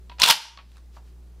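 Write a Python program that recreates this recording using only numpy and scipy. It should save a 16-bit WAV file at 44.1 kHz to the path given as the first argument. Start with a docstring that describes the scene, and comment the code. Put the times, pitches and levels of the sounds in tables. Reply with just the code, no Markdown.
"""A pump shotgun is racked in a living room: after a light tick, one quick run of clacks and sliding
ends in the loudest clack. Each clack cracks and rings the steel, the slide rasps in tiny slips, and air
in the tube sings a hollow note. Soft ticks, cloth and a knock on the stock follow as the grip shifts.
Mains hum and low air fill the room; a limiter ducks everything at the clacks and slowly recovers."""
import sys
import numpy as np
from scipy import signal
from scipy.fft import rfft, irfft, next_fast_len
from scipy.io import wavfile
from scipy.ndimage import uniform_filter1d, minimum_filter1d

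SR = 44100
rng = np.random.default_rng(int(sys.argv[2]) if len(sys.argv) > 2 else 0)


def generate_wav(signal):
    """Clip the signal to [-1, 1] and save it as 16-bit WAV at the path in sys.argv[1]."""
    frames = np.transpose(np.atleast_2d(signal))
    scaled = np.clip(frames, -1, 1) * 32767
    pcm = np.round(scaled).astype(np.int16)
    wavfile.write(sys.argv[1], SR, pcm)


N = 61739

# partials of the mains hum: f/Hz, level/dB
HUM_PARTIALS = [(60, -45), (120, -66), (180, -67.5), (373, -73)]
# colour of the room's air in the centre: f/Hz, level/dB
AIR_EQ = [(25, -2), (35, -4), (50, -14), (90, -7), (140, -9), (250, -9), (380, -12.5), (600, -19.5),
          (1100, -23.5), (2000, -29.5), (5000, -32), (15000, -39)]
# colour of the room's air at the sides: f/Hz, level/dB
SIDE_AIR_EQ = [(25, -27.5), (60, 1), (130, 5.5), (250, -7.5), (500, -19.5), (1000, -22.5), (4000, -27.5),
               (15000, -29)]
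# colour of the hiss: f/Hz, level/dB
HISS_EQ = [(100, 4), (1000, 1), (5000, 1.5), (9000, 0), (15000, -5)]
# early reflections off the near walls: delay/s, level/dB
WALL_ECHOES = [(.0032, -22.5), (.0125, -15.5), (.0162, -16), (.0205, -21.5)]
# reverb time of the room: f/Hz, t60/s
ROOM_DECAY = [(100, .25), (900, 0.3), (3500, 0.29), (6000, 0.31), (9000, .26), (15000, .21)]
# stereo width, how much the left and right pickups differ: f/Hz, level/dB
WIDTH_EQ = [(100, -15.5), (500, -25), (1000, -24), (2200, -35.5), (4500, -28.5), (8000, -18.5),
            (15000, -17.5)]
# sleeve and sling brushing the gun: t/s, level/dB, half length/s
BRUSHES = [(.745, -64.5, 0.057), (0.963, -60.5, 0.022), (1.08, -67.5, 0.0316)]
# colour of the cloth: f/Hz, level/dB
CLOTH_EQ = [(300, -2.5), (1500, -2), (4500, -0.5), (8000, -10), (15000, -18)]
# colour of a knock on the polymer stock: f/Hz, level/dB
STOCK_EQ = [(100, -12.5), (350, -23), (620, 12.5), (1050, 12), (1500, 3.5), (2200, -3), (5000, -18),
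            (15000, -38)]
# light touches of the parts: t/s, level/dB, t60/s, low-pass f/Hz, hollow tone f/Hz, tone level/dB
TICKS = [(.0968, -38, 0.028, 4560, 960, -42.5), (.1168, -46.5, 0.067, 4380, 987, -41),
         (.1848, -41.5, 0.043, 5400, 990, -70), (.1938, -34, 0.057, 5000, 960, -40),
         (.5742, -30, 0.019, 4530, 1115, -36.5), (.5865, -39, 0.095, 3500, 1065, -54),
         (.7175, -49.5, 0.00976, 11990, 1093, -68), (.7595, -49.5, .01, 7130, 1500, -72),
         (.7695, -45, 0.011, 14000, 1500, -58), (.7805, -51, .02, 9000, 1094, -56.5)]
# colour of a light touch: f/Hz, level/dB
TICK_EQ = [(60, -11.5), (450, -9.5), (800, 1.5), (1400, 1), (1900, -4), (2500, 4.5), (3000, -4.5),
           (3800, 1), (5200, -4), (7000, -8), (15000, -12)]
# air ringing in the tube as the action moves: t/s, f/Hz, level/dB
TUBE_NOTE = [(0.192, 1000, -55.5), (0.209, 980, -29), (0.242, 986.8, -16), (0.269, 945, -12.5),
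             (.293, 928.8, 1), (0.332, 920, -10), (.44, 853.4, -43.5), (.55, 938, -54), (.62, 878, -70)]
# push on the sliding action: t/s, level/dB
SLIDE_EFFORT = [(.195, -45.5), (.205, -31), (.217, -27), (.228, -17), (.247, -7.5), (.27, -4.5), (.29, -1),
                (.312, -2.5), (.326, -0.5), (.336, -28.5)]
# colour of steel rubbing steel: f/Hz, level/dB
SLIDE_EQ = [(60, -22.5), (400, -15.5), (700, 1), (1400, -0.5), (2000, -2.5), (3500, 7.5), (5500, -1.5),
            (7500, -3), (15000, -13)]
# ringing of the receiver and barrel: f/Hz, level/dB, t60/s
STEEL_MODES = [(921, -2, .13), (1449, 2.5, .15), (2682, 0, .17), (3090, -2.5, 0.14), (3358, 2.5, .16),
               (3635, -5.5, .17), (3710, 0, 0.22), (4308, -5, .17), (5216, -4.5, .19), (6054, -8, 0.14),
               (8580, -7.5, 0.13), (12096, -8.5, .14)]
# colour of steel hitting steel: f/Hz, level/dB
CLACK_EQ = [(40, -22), (200, -15.5), (450, -19.5), (700, -6), (1450, 3.5), (1950, -3.5), (2700, 5),
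            (3500, 4.5), (5400, 1), (6700, -7.5), (10000, -10.5), (15000, -16)]
# hard contacts of the action: t/s, level/dB, t60/s, EQ bell f/Hz, bell gain/dB
CLACKS = [(.1990, -15.5, 0.014, 7600, 10.5), (0.2185, 5, 0.021, 4896, 13.5), (0.2329, 13, 0.016, 3800, 3),
          (0.2367, 17, 0.022, 3300, 6), (.2598, 8, .015, 7000, 6.5), (.2783, 5.5, .02, 4500, 2),
          (.2862, 8, .02, 13000, 8.5), (0.2985, 12, .018, 3600, 3.5), (0.3014, 16, .025, 4500, -5.5),
          (0.3057, 15, .025, 12000, 4.5), (0.3097, 21.5, 0.012, 3000, 0.5)]


def amp(db):
    """Decibels to gain."""
    return 10 ** (np.asarray(db) / 20)


def unit(x):
    """Scale to rms 1."""
    return x / np.sqrt(np.mean(x ** 2) + 1e-20)


def along(points, hz):
    """Read a curve of (f/Hz, value) points on a log frequency axis."""
    freqs, values = np.transpose(points)
    return np.interp(np.log(hz + 1), np.log(freqs + 1), values)


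def clock():
    """Seconds at each sample."""
    return np.arange(N) / SR


def filtered(x, response):
    """Zero-phase EQ; response gives the gain at each frequency."""
    size = next_fast_len(N + SR // 2)
    return irfft(rfft(x, size) * response(np.fft.rfftfreq(size, 1 / SR)), size)[..., :N]


def noise(colour_db):
    """Noise of rms 1 with the given colour."""
    return unit(filtered(rng.standard_normal(N), lambda hz: amp(colour_db(hz))))


def strike(onset, t60, attack_s=.0003):
    """Envelope of a hit: fast attack, exponential decay."""
    age = np.maximum(clock() - onset, 0)
    return (1 - np.exp(-age / attack_s)) * np.exp(-np.log(1000) * age / t60)


def room_tone(air_db=-60):
    """The bed: steady mains hum over a low murk of air."""
    hum = sum(amp(db) * np.sqrt(2) * np.sin(2 * np.pi * (hz * clock() + rng.random()))
              for hz, db in HUM_PARTIALS)
    return hum + amp(air_db) * noise(lambda hz: along(AIR_EQ, hz))


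def wall_echoes(x):
    """The near walls throw back short, quiet copies."""
    return sum(amp(db) * np.interp(clock() - delay, clock(), x, left=0) for delay, db in WALL_ECHOES)


def room_tail(x, bloom_s=.008):
    """Short diffuse reverb; the top end dies first."""
    hz, t, spectrum = signal.stft(rng.standard_normal(SR // 2), SR, nperseg=256)
    decay = np.exp(-np.log(1000) * t / along(ROOM_DECAY, hz)[:, None])
    impulse = signal.istft(spectrum * decay, SR, nperseg=256)[1]
    impulse *= 1 - np.exp(-np.arange(len(impulse)) / SR / bloom_s)
    return signal.fftconvolve(x, impulse / np.linalg.norm(impulse))[:N]


def stereo_side(x, spread_s=.0054, air_db=-66):
    """Side channel for a little width: a faint smeared copy of x, plus its own air."""
    scatter = rng.standard_normal(N) * np.exp(-clock() / spread_s)
    smeared = signal.fftconvolve(x, scatter / np.linalg.norm(scatter))[:N]
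    air = amp(air_db) * noise(lambda hz: along(SIDE_AIR_EQ, hz))
    return filtered(smeared, lambda hz: amp(along(WIDTH_EQ, hz))) + air


def grip_shift(knock_s=.965, knock_db=-40):
    """A hand knocks softly on the polymer stock, and cloth swishes against the gun."""
    thump = amp(knock_db) * strike(knock_s, t60=.067, attack_s=.002374)
    knock = thump * noise(lambda hz: along(STOCK_EQ, hz))
    swells = sum(amp(db) * np.exp(-.5 * ((clock() - peak) / half) ** 2) for peak, db, half in BRUSHES)
    return knock + swells * noise(lambda hz: along(CLOTH_EQ, hz))


def ticks(hollow_t60=.1):
    """Light contacts make dull clicks and sound the gun's hollow parts."""
    out = np.zeros(N)
    for onset, db, t60, cutoff_hz, tone_hz, tone_db in TICKS:
        click = noise(lambda hz: along(TICK_EQ, hz) - 10 * np.log10(1 + (hz / cutoff_hz) ** 10))
        hollow = np.sin(2 * np.pi * tone_hz * (clock() - onset))
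        out += amp(db) * click * strike(onset, t60, attack_s=.000067)
        out += amp(tone_db) * hollow * strike(onset, hollow_t60, attack_s=.001)
    return out


def tube_note(waver_hz=45, waver_rad=1.0):
    """Air rings in the tube: a wavering hollow note that sags as the action moves."""
    times, pitch_hz, db = np.transpose(TUBE_NOTE)
    waver = noise(lambda hz: -20 * np.log10(1 + (hz / waver_hz) ** 2))
    phase = 2 * np.pi * np.cumsum(np.interp(clock(), times, pitch_hz)) / SR + waver_rad * waver
    return amp(np.interp(clock(), times, db, left=-120, right=-120)) * np.sin(phase)


def slide(slips_per_s=6400, spread_db=3, dull_hz=6506, opens_db=5.5):
    """Steel rubs on steel in dense tiny slips, brighter the harder it is pushed."""
    slips = (rng.random(N) < slips_per_s / SR) * rng.choice([-1, 1], N)
    grit = slips * amp(spread_db * rng.standard_normal(N))
    rub = unit(filtered(grit, lambda hz: amp(along(SLIDE_EQ, hz))))
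    body = filtered(rub, lambda hz: 1 / (1 + (hz / dull_hz) ** 4))
    effort_db = np.interp(clock(), *np.transpose(SLIDE_EFFORT), left=-120, right=-120)
    treble_db = opens_db * (effort_db - effort_db.max()) / 20  # fully open at the hardest push
    return amp(effort_db) * (body + amp(treble_db) * (rub - body))


def steel_ring(onset, spread_db=2):
    """The receiver and barrel ring in their modes, a little differently on every hit."""
    out = np.zeros(N)
    for hz, db, t60 in STEEL_MODES:
        envelope = amp(db + rng.normal(0, spread_db)) * strike(onset, t60)
        out += envelope * np.sin(2 * np.pi * (hz * clock() + rng.random()))
    return out


def clacks(bell_octaves=.26, ring_db=-34):
    """Each hard steel contact is a sharp crack with its own colour and a faint metallic ring."""
    out = np.zeros(N)
    for onset, db, t60, bell_hz, bell_db in CLACKS:
        bell = lambda hz: bell_db * np.exp(-.5 * (np.log2((hz + 1) / bell_hz) / bell_octaves) ** 2)
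        crack = noise(lambda hz: along(CLACK_EQ, hz) + bell(hz)) * strike(onset, t60)
        out += amp(db) * (crack + amp(ring_db) * steel_ring(onset))
    return out


def scene(send_cutoff_hz=13000, tube_send_db=-3, tail_db=-12):
    """The gun dead centre in a furnished room, almost mono."""
    foley = clacks() + ticks() + slide() + grip_shift()
    note = tube_note()
    send = foley + amp(tube_send_db) * note
    send = filtered(send, lambda hz: 1 / np.sqrt(1 + (hz / send_cutoff_hz) ** 4))
    gun_in_room = foley + note + wall_echoes(send) + amp(tail_db) * room_tail(send)
    mid = gun_in_room + room_tone()
    side = stereo_side(gun_in_room)
    return np.array([mid + side, mid - side])


def record(dry):
    """A limiter clamps, holds and slowly lets go; then soft clipping, hiss and a steep low-pass."""
    threshold, hold_s, release_s, lookahead_s = 1.192, .089, .16, .0008
    clip_top, hiss_db, top_hz = .78, -77, 15500
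    hold, ahead = int(hold_s * SR), int(lookahead_s * SR)
    over_db = 20 * np.log10(np.maximum(np.abs(dry).max(axis=0) / threshold, 1))
    held_db = -minimum_filter1d(-over_db, hold, origin=(hold - 1) // 2)  # highest recent overshoot
    release = np.exp(-clock() / release_s)
    duck_db = release * np.maximum.accumulate(held_db / release)  # jumps up, decays exponentially
    early_db = -minimum_filter1d(-duck_db, ahead)  # starts just ahead of the hit
    limited = dry * amp(-uniform_filter1d(early_db, ahead))
    rounded = limited / (1 + (limited / clip_top) ** 4) ** (1 / 4)
    hiss = amp(hiss_db) * noise(lambda hz: along(HISS_EQ, hz))
    return filtered(rounded + hiss, lambda hz: 1 / np.sqrt(1 + (hz / top_hz) ** 160))


dry = scene()
out = record(dry)
generate_wav(out)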